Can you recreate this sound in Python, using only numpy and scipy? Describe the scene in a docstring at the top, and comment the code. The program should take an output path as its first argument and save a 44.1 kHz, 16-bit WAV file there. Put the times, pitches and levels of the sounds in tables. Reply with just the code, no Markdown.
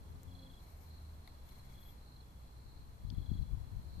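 """Night crickets on stony ground

One low cricket and several higher ones chirp over a far chorus, each wing stroke a short falling tone.
A distant motor drones under the quiet air. Close by come a few small clicks, two soft rustles and thin
squeaks; near the end a puff of wind buffets the microphone, mostly on the left."""
import sys
import numpy as np
from scipy import signal
from scipy.fft import rfft, irfft
from scipy.io import wavfile

SR = 44100
rng = np.random.default_rng(int(sys.argv[2]) if len(sys.argv) > 2 else 0)


def wrap_up_sound(samples):
    """Save the sound to the file named by the first command line argument, as 16-bit audio."""
    columns = np.atleast_2d(samples).T
    # keep every value between -1 and 1, then stretch to whole-number steps
    tamed = np.clip(columns, -1, 1)
    steps = np.round(tamed * 32767).astype(np.int16)
    wavfile.write(sys.argv[1], SR, steps)


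N = 176400
TIME = np.arange(N) / SR


def from_db(db):
    """Decibels to gain."""
    return 10 ** (np.asarray(db) / 20)


def unit_rms(x):
    """Scale to unit power."""
    return x / np.sqrt(np.mean(x ** 2) + 1e-20)


def automation(rows):
    """Each column of a breakpoint curve at every sample."""
    times, *columns = np.transpose(rows)
    return [np.interp(TIME, times, column) for column in columns]


def at_hz(points, hz):
    """Read a spectrum on a log-frequency axis."""
    freqs, values = np.transpose(points)
    return np.interp(np.log(hz), np.log(freqs), values)


def pan(db):
    """Constant-power stereo gains; positive is left."""
    return unit_rms(from_db(np.array([[db], [-db]]) / 2))


def drift(rate_hz):
    """Smooth random modulation, spread 1."""
    hop, settle = 40, 2000
    pole = np.exp(-2 * np.pi * rate_hz * hop / SR)
    noise = rng.standard_normal(N // hop + settle + 2)
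    slow = signal.lfilter([1], [1, -2 * pole, pole * pole], noise)[settle:]
    return np.interp(np.arange(N) / hop, np.arange(len(slow)), unit_rms(slow))


def band(x, hz, width_hz):
    """Band-pass around a centre."""
    edges = [hz - width_hz / 2, hz + width_hz / 2]
    return signal.sosfilt(signal.butter(2, edges, "band", fs=SR, output="sos"), x + 1e-18)


def phase_of(hz):
    """Running phase of a moving pitch."""
    return 2 * np.pi * np.cumsum(hz) / SR


def shaped_noise(spectrum, correlation=None):
    """Stereo noise with a given colour and left-right correlation; rms 1."""
    hz = np.maximum(np.fft.rfftfreq(N, 1 / SR), 1)
    mid, side = rfft(rng.standard_normal((2, N)))
    alike = at_hz(correlation, hz) if correlation else 0
    stereo = np.sqrt(1 + alike) * mid + np.sqrt(1 - alike) * side * [[1], [-1]]
    gain = from_db(at_hz(spectrum, hz)) * (hz > 10)
    return unit_rms(irfft(gain * stereo, N))


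def glide(curve, wobble=0, harmonic=1):
    """A sine that follows a curve of pitch and level, silent outside it."""
    hz, db = automation(curve)
    gate = (TIME > curve[0][0]) & (TIME < curve[-1][0])
    phase = phase_of(hz * (1 + wobble * drift(120)))
    return gate * from_db(db) * np.sqrt(2) * np.sin(harmonic * phase)


# Colour of the air: f/Hz, relative level/dB
AIR_COLOUR = [(25, 4), (60, 3), (125, -5.5), (200, -11.5), (350, -17.5), (600, -20), (1000, -17.5),
              (1350, -24.5), (2000, -29.5), (2800, -33), (5000, -35), (9500, -36.5), (14000, -36)]
# Its fader: t/s, level/dB
AIR_FADER = [(0, -55), (.6, -55), (1.8, -55), (2.2, -56), (3, -56.5), (4, -55)]
# Its stereo image: f/Hz, left-right correlation/-1..1
AIR_CORRELATION = [(30, 0.86), (100, 0.96), (300, 0.81), (600, 0.31), (1000, -0.46), (1500, -0.22),
                   (2300, 0.052), (4000, 0.029), (14000, 0.029)]


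def night_air():
    """A dark, quiet noise bed, centred in the bass and wide above."""
    return from_db(automation(AIR_FADER)[0]) * shaped_noise(AIR_COLOUR, AIR_CORRELATION)


# Motor drone: t/s, firing rate/Hz, fundamental level/dB, overtone level/dB
MOTOR_DRONE = [(0, 81.3, -53.5, -66.5), (.35, 87.36, -57, -66.5), (.7, 81.87, -61, -68.5),
               (.85, 79.08, -56, -69), (1.12, 75.72, -51.5, -64), (1.25, 74.86, -61, -67),
               (1.45, 66, -56.5, -70.5), (1.75, 61.72, -74, -58.5), (1.95, 61.3, -60.5, -74),
               (2.2, 62.5, -58, -65.5), (2.65, 63, -56.5, -63.5), (3, 66, -63, -69.5),
               (3.5, 67.96, -62.5, -67), (4, 68.2, -54, -67)]
# Its overtones: harmonic number, trim/dB
MOTOR_OVERTONES = [(2, -2), (3, -14.5), (4, -17)]


def far_motor():
    """A motor hums at its firing rate, each harmonic wavering in level on its own."""
    wobble, flutter_db = .00816, 1.5
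    firing_hz, fundamental_db, overtones_db = automation(MOTOR_DRONE)
    phase = phase_of(firing_hz * (1 + wobble * drift(6.9)))
    hum = from_db(fundamental_db + flutter_db * drift(1.3)) * np.sin(phase)
    for harmonic, trim_db in MOTOR_OVERTONES:
        hum += from_db(overtones_db + trim_db + flutter_db * drift(5.2)) * np.sin(harmonic * phase)
    return np.sqrt(2) * hum


# Far tones, one curve each: t/s, f/Hz, level/dB
FAR_TONE_CURVES = [
    [(.05, 256.6, -83), (.22, 261.3, -70), (.42, 266, -62.5), (.52, 263, -66), (.64, 255.3, -92)],
    [(0, 426, -76), (.13, 408, -72.5), (.25, 432, -85)],
]


def far_tones():
    """Two faint low glides, each with a softer octave on top."""
    return sum(glide(curve) + from_db(-10.5) * glide(curve, harmonic=2) for curve in FAR_TONE_CURVES)


def chirps(rows, stroke):
    """Each wing stroke is a swelling tone that falls as the wing slows; a chirp starts softly."""
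    length_s, top_hz, fall_hz, bend, soft_start_db = stroke
    wobble = 1 + .008 * drift(150)
    rasp = 1 + .2 * drift(240)
    out = np.zeros(N)
    for first_s, count, spacing_s, db in rows:
        for k in range(count):
            begin = first_s + k * spacing_s - length_s / 2
            span = np.arange(max(int(begin * SR), 0), min(int((begin + length_s) * SR), N))
            progress = np.clip((span / SR - begin) / length_s, 0, 1)
            hz = (top_hz - fall_hz * progress ** bend) * wobble[span]
            gain = from_db(db - soft_start_db * .5 ** k + .7 * rng.normal())
            swell = np.sin(np.pi * progress) ** 2
            out[span] += gain * np.sqrt(2) * swell * rasp[span] * np.sin(phase_of(hz))
    return out


# Far chorus fader: t/s, level/dB
CHORUS_FADER = [(0, -78), (.26, -79), (.45, -73.5), (.63, -72.5), (.8, -79.5), (.92, -70.5), (1.2, -77),
                (1.31, -71.5), (1.43, -75), (1.55, -73), (1.9, -77.5), (2.1, -70.5), (2.33, -80.5),
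                (2.7, -71), (2.95, -78), (3.35, -69.5), (3.56, -78), (3.82, -74.5), (3.96, -68.5)]
# Its wing stroke: length/s, top f/Hz, fall/Hz, bend exponent, soft start/dB
CHORUS_WING = (0.011, 4480, 710, 1.28, 2)


def far_chorus(chirps_per_side=70):
    """Overlapping high chirps on each side, over the blurred song of the farthest crickets."""
    sides = []
    for _ in range(2):
        rows = []
        for k, (jitter, slowness, softness) in enumerate(rng.random((chirps_per_side, 3))):
            first_s = (k + jitter) / chirps_per_side * (N / SR + .1) - .15
            rows.append((first_s, 4, .036 + .009 * slowness, -4 * softness))
        sides.append(unit_rms(chirps(rows, CHORUS_WING)))
    wash = unit_rms(band(rng.standard_normal((2, N)), hz=4160, width_hz=470))
    return from_db(automation(CHORUS_FADER)[0] - 3.5) * (np.array(sides) + wash)


# Fader of the far low crickets: t/s, level/dB
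FAR_LOW_FADER = [(0, -83), (.6, -82), (.75, -94), (1.0, -86), (1.15, -85.5), (1.9, -78), (2.1, -92),
                 (2.18, -81), (2.5, -82), (2.62, -96), (3.1, -81.5), (3.45, -79), (3.72, -84), (3.85, -90),
                 (4, -94)]


def far_low_crickets():
    """Lower song, blurred by distance to a narrow band of noise."""
    wash = unit_rms(band(rng.standard_normal((2, N)), hz=3376, width_hz=102))
    return from_db(automation(FAR_LOW_FADER)[0]) * wash


# Wind fader: t/s, level/dB
WIND_FADER = [(0, -52), (.2, -53), (.6, -69), (1.4, -64), (2.3, -69), (3.0, -51.5), (3.06, -39),
              (3.125, -41.5), (3.18, -34), (3.25, -44), (3.32, -36.5), (3.43, -36), (3.47, -46),
              (3.53, -35), (3.6, -45.5), (3.78, -45.5), (3.87, -50), (4, -39)]
# Colour of the rumble: f/Hz, relative level/dB
WIND_COLOUR = [(20, -8), (50, 6), (90, 2.5), (150, -7), (220, -17), (320, -27), (600, -55.5), (1200, -63)]
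# Single eddies: t/s, peak level/dB, half width/s
EDDIES = [(3.051, -29, .003), (3.184, -25.5, 0.0025), (3.294, -23.5, 0.0041), (3.3178, -21, 0.0019),
          (3.338, -25, 0.0032), (3.4, -31.5, 0.0095), (3.535, -28, 0.0037), (3.77, -27, 0.0044)]


def wind(lumps_db=4, right_db=-13):
    """Lumpy low turbulence on the microphone, with single eddies thumping the left port."""
    out = from_db(automation(WIND_FADER)[0] + lumps_db * drift(50)) * shaped_noise(WIND_COLOUR)
    for at_s, db, half_width_s in EDDIES:
        offset = (TIME - at_s) / half_width_s
        thump = (1 - offset ** 2) / (1 + (offset / 2) ** 2) ** 4.5  # a peak between two dips
        out[0] += from_db(db) * thump
    return out * from_db([[0], [right_db]])


# Faders, one per rustle: t/s, level/dB
RUSTLE_FADERS = [
    [(.5, -85), (.65, -69.5), (.85, -73), (1.1, -85)],
    [(1.4, -89), (1.49, -66.5), (1.7, -71.5), (1.9, -69.5), (2.02, -85)],
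]
# Colours, one per rustle: f/Hz, relative level/dB
RUSTLE_SPECTRA = [
    [(900, 2), (1900, -9), (2250, 10), (2700, -20), (5500, -2), (9500, -9), (12300, 6), (14500, -2)],
    [(500, -15), (1000, 13), (1400, -2), (1900, 4), (2170, 12.5), (2380, 3), (2700, -10), (3900, -0.5),
     (9000, -4.5), (14000, 1.5)],
]


def rustles(flicker_db=3):
    """Two soft swells of flickering noise, close on the left."""
    out = 0
    for fader, colour in zip(RUSTLE_FADERS, RUSTLE_SPECTRA):
        envelope = from_db(automation(fader)[0] + flicker_db * drift(25))
        out += envelope * shaped_noise(colour)
    return pan(db=9) * out


# Squeaks, one curve each: t/s, f/Hz, level/dB
SQUEAK_CURVES = [
    [(1.43, 11600, -85), (1.47, 11900, -74), (1.5, 13000, -71), (1.51, 13200, -90)],
    [(1.765, 13580, -85), (1.795, 13160, -78), (1.812, 12720, -68), (1.835, 12600, -73), (1.86, 13020, -69),
     (1.885, 12830, -67), (1.92, 12320, -70), (1.96, 11000, -85)],
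]


def squeaks():
    """Two thin, unsteady glides, very high and well to the left."""
    return pan(db=21) * sum(glide(curve, wobble=.004) for curve in SQUEAK_CURVES)


# Clicks: t/s, snap/dB, crackle/dB, decay/s, pan/dB, resonances (f/Hz, width/Hz, relative level/dB)
CLICK_HITS = [(.2326, -43, -65, 0.00035, 15, [(7850, 3000, 0.5), (13800, 1500, 2)]),
              (1.2758, -43, -63, 0.0041, 5.5, [(1050, 560, 0), (2150, 330, 3), (4060, 1000, 2),
              (11000, 2200, -7)]), (1.489, -57, -60, 0.0067, 7, [(3350, 790, -7)]),
              (3.1018, -56, -69, .002, 5.3, [(3550, 798, 13), (4720, 1300, 16.5)])]


def clicks(low_cut_hz=590):
    """Each click is a snap and a short dying crackle that set broad resonances ringing."""
    out = 0
    for at_s, snap_db, crackle_db, decay_s, pan_db, resonances in CLICK_HITS:
        decay = (TIME >= at_s) * np.exp(-np.minimum(abs(TIME - at_s) / decay_s, 20))
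        crack = from_db(crackle_db) * rng.standard_normal((2, N)) * decay
        crack[:, int(at_s * SR)] += from_db(snap_db)
        ring = 0
        for hz, width_hz, db in resonances:
            makeup_gain = np.sqrt(SR / 2 / width_hz)
            ring += from_db(db) * makeup_gain * band(crack, hz, width_hz)
        out += pan(pan_db) * (crack + ring)
    return signal.sosfilt(signal.butter(2, low_cut_hz, "high", fs=SR, output="sos"), out)


def reflections(x, t60_s=.2):
    """Diffuse scatter from stones and bushes, different on each side."""
    t = TIME[:SR // 2]
    tails = rng.standard_normal((2, len(t))) * from_db(-60 * t / t60_s)
    return np.array([signal.fftconvolve(x, tail / np.linalg.norm(tail))[:N] for tail in tails])


def placed(x, pan_db, left_lag_s=.00002, send_db=-12):
    """Pan a source, the left ear slightly late, and add its reflections."""
    left = np.interp(TIME - left_lag_s, TIME, x)
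    return pan(pan_db) * np.array([left, x]) + from_db(send_db) * reflections(x)


# Chirps of the near crickets: first stroke t/s, stroke count, spacing/s, level/dB
LOW_SONG = [(.286, 9, .0364, -66.5), (1.716, 6, .0356, -67.5), (3.151, 7, .038, -68.5)]
HIGH_SONG = [(.312, 4, 0.042, -63.5), (.340, 3, .0425, -65), (.869, 4, 0.038, -63), (1.049, 3, .045, -72),
             (1.245, 3, 0.027, -69), (1.514, 3, 0.043, -63), (1.695, 4, 0.047, -68),
             (2.077, 4, 0.044, -61.5), (2.401, 3, 0.038, -74.5), (2.776, 2, 0.041, -61.5),
             (3.025, 2, .046, -71), (3.382, 2, .0435, -61), (3.643, 3, 0.039, -71), (3.912, 3, .042, -63.5)]
# Their wing strokes: length/s, top f/Hz, fall/Hz, bend exponent, soft start/dB
LOW_WING = (0.034, 3410, 334, 2.9, 4.2)
HIGH_WING = (0.016, 4538, 777, 1.19, 6.2)


def near_crickets():
    """Long chirps from the low cricket ahead, short ones from the higher crickets to the right."""
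    low = placed(chirps(LOW_SONG, LOW_WING), pan_db=-.3)
    high = placed(chirps(HIGH_SONG, HIGH_WING), pan_db=-5)
    return low + high


def scene():
    """The crickets over the night bed, with close details and wind."""
    crickets = near_crickets() + far_chorus() + far_low_crickets()
    bed = night_air() + far_motor() + far_tones()
    return crickets + bed + clicks() + squeaks() + rustles() + wind()


def record(dry):
    """A steep high cut on the whole mix."""
    high_cut_hz = 14350
    return signal.sosfilt(signal.ellip(10, .2, 60, high_cut_hz, fs=SR, output="sos"), dry)


dry = scene()
out = record(dry)
wrap_up_sound(out)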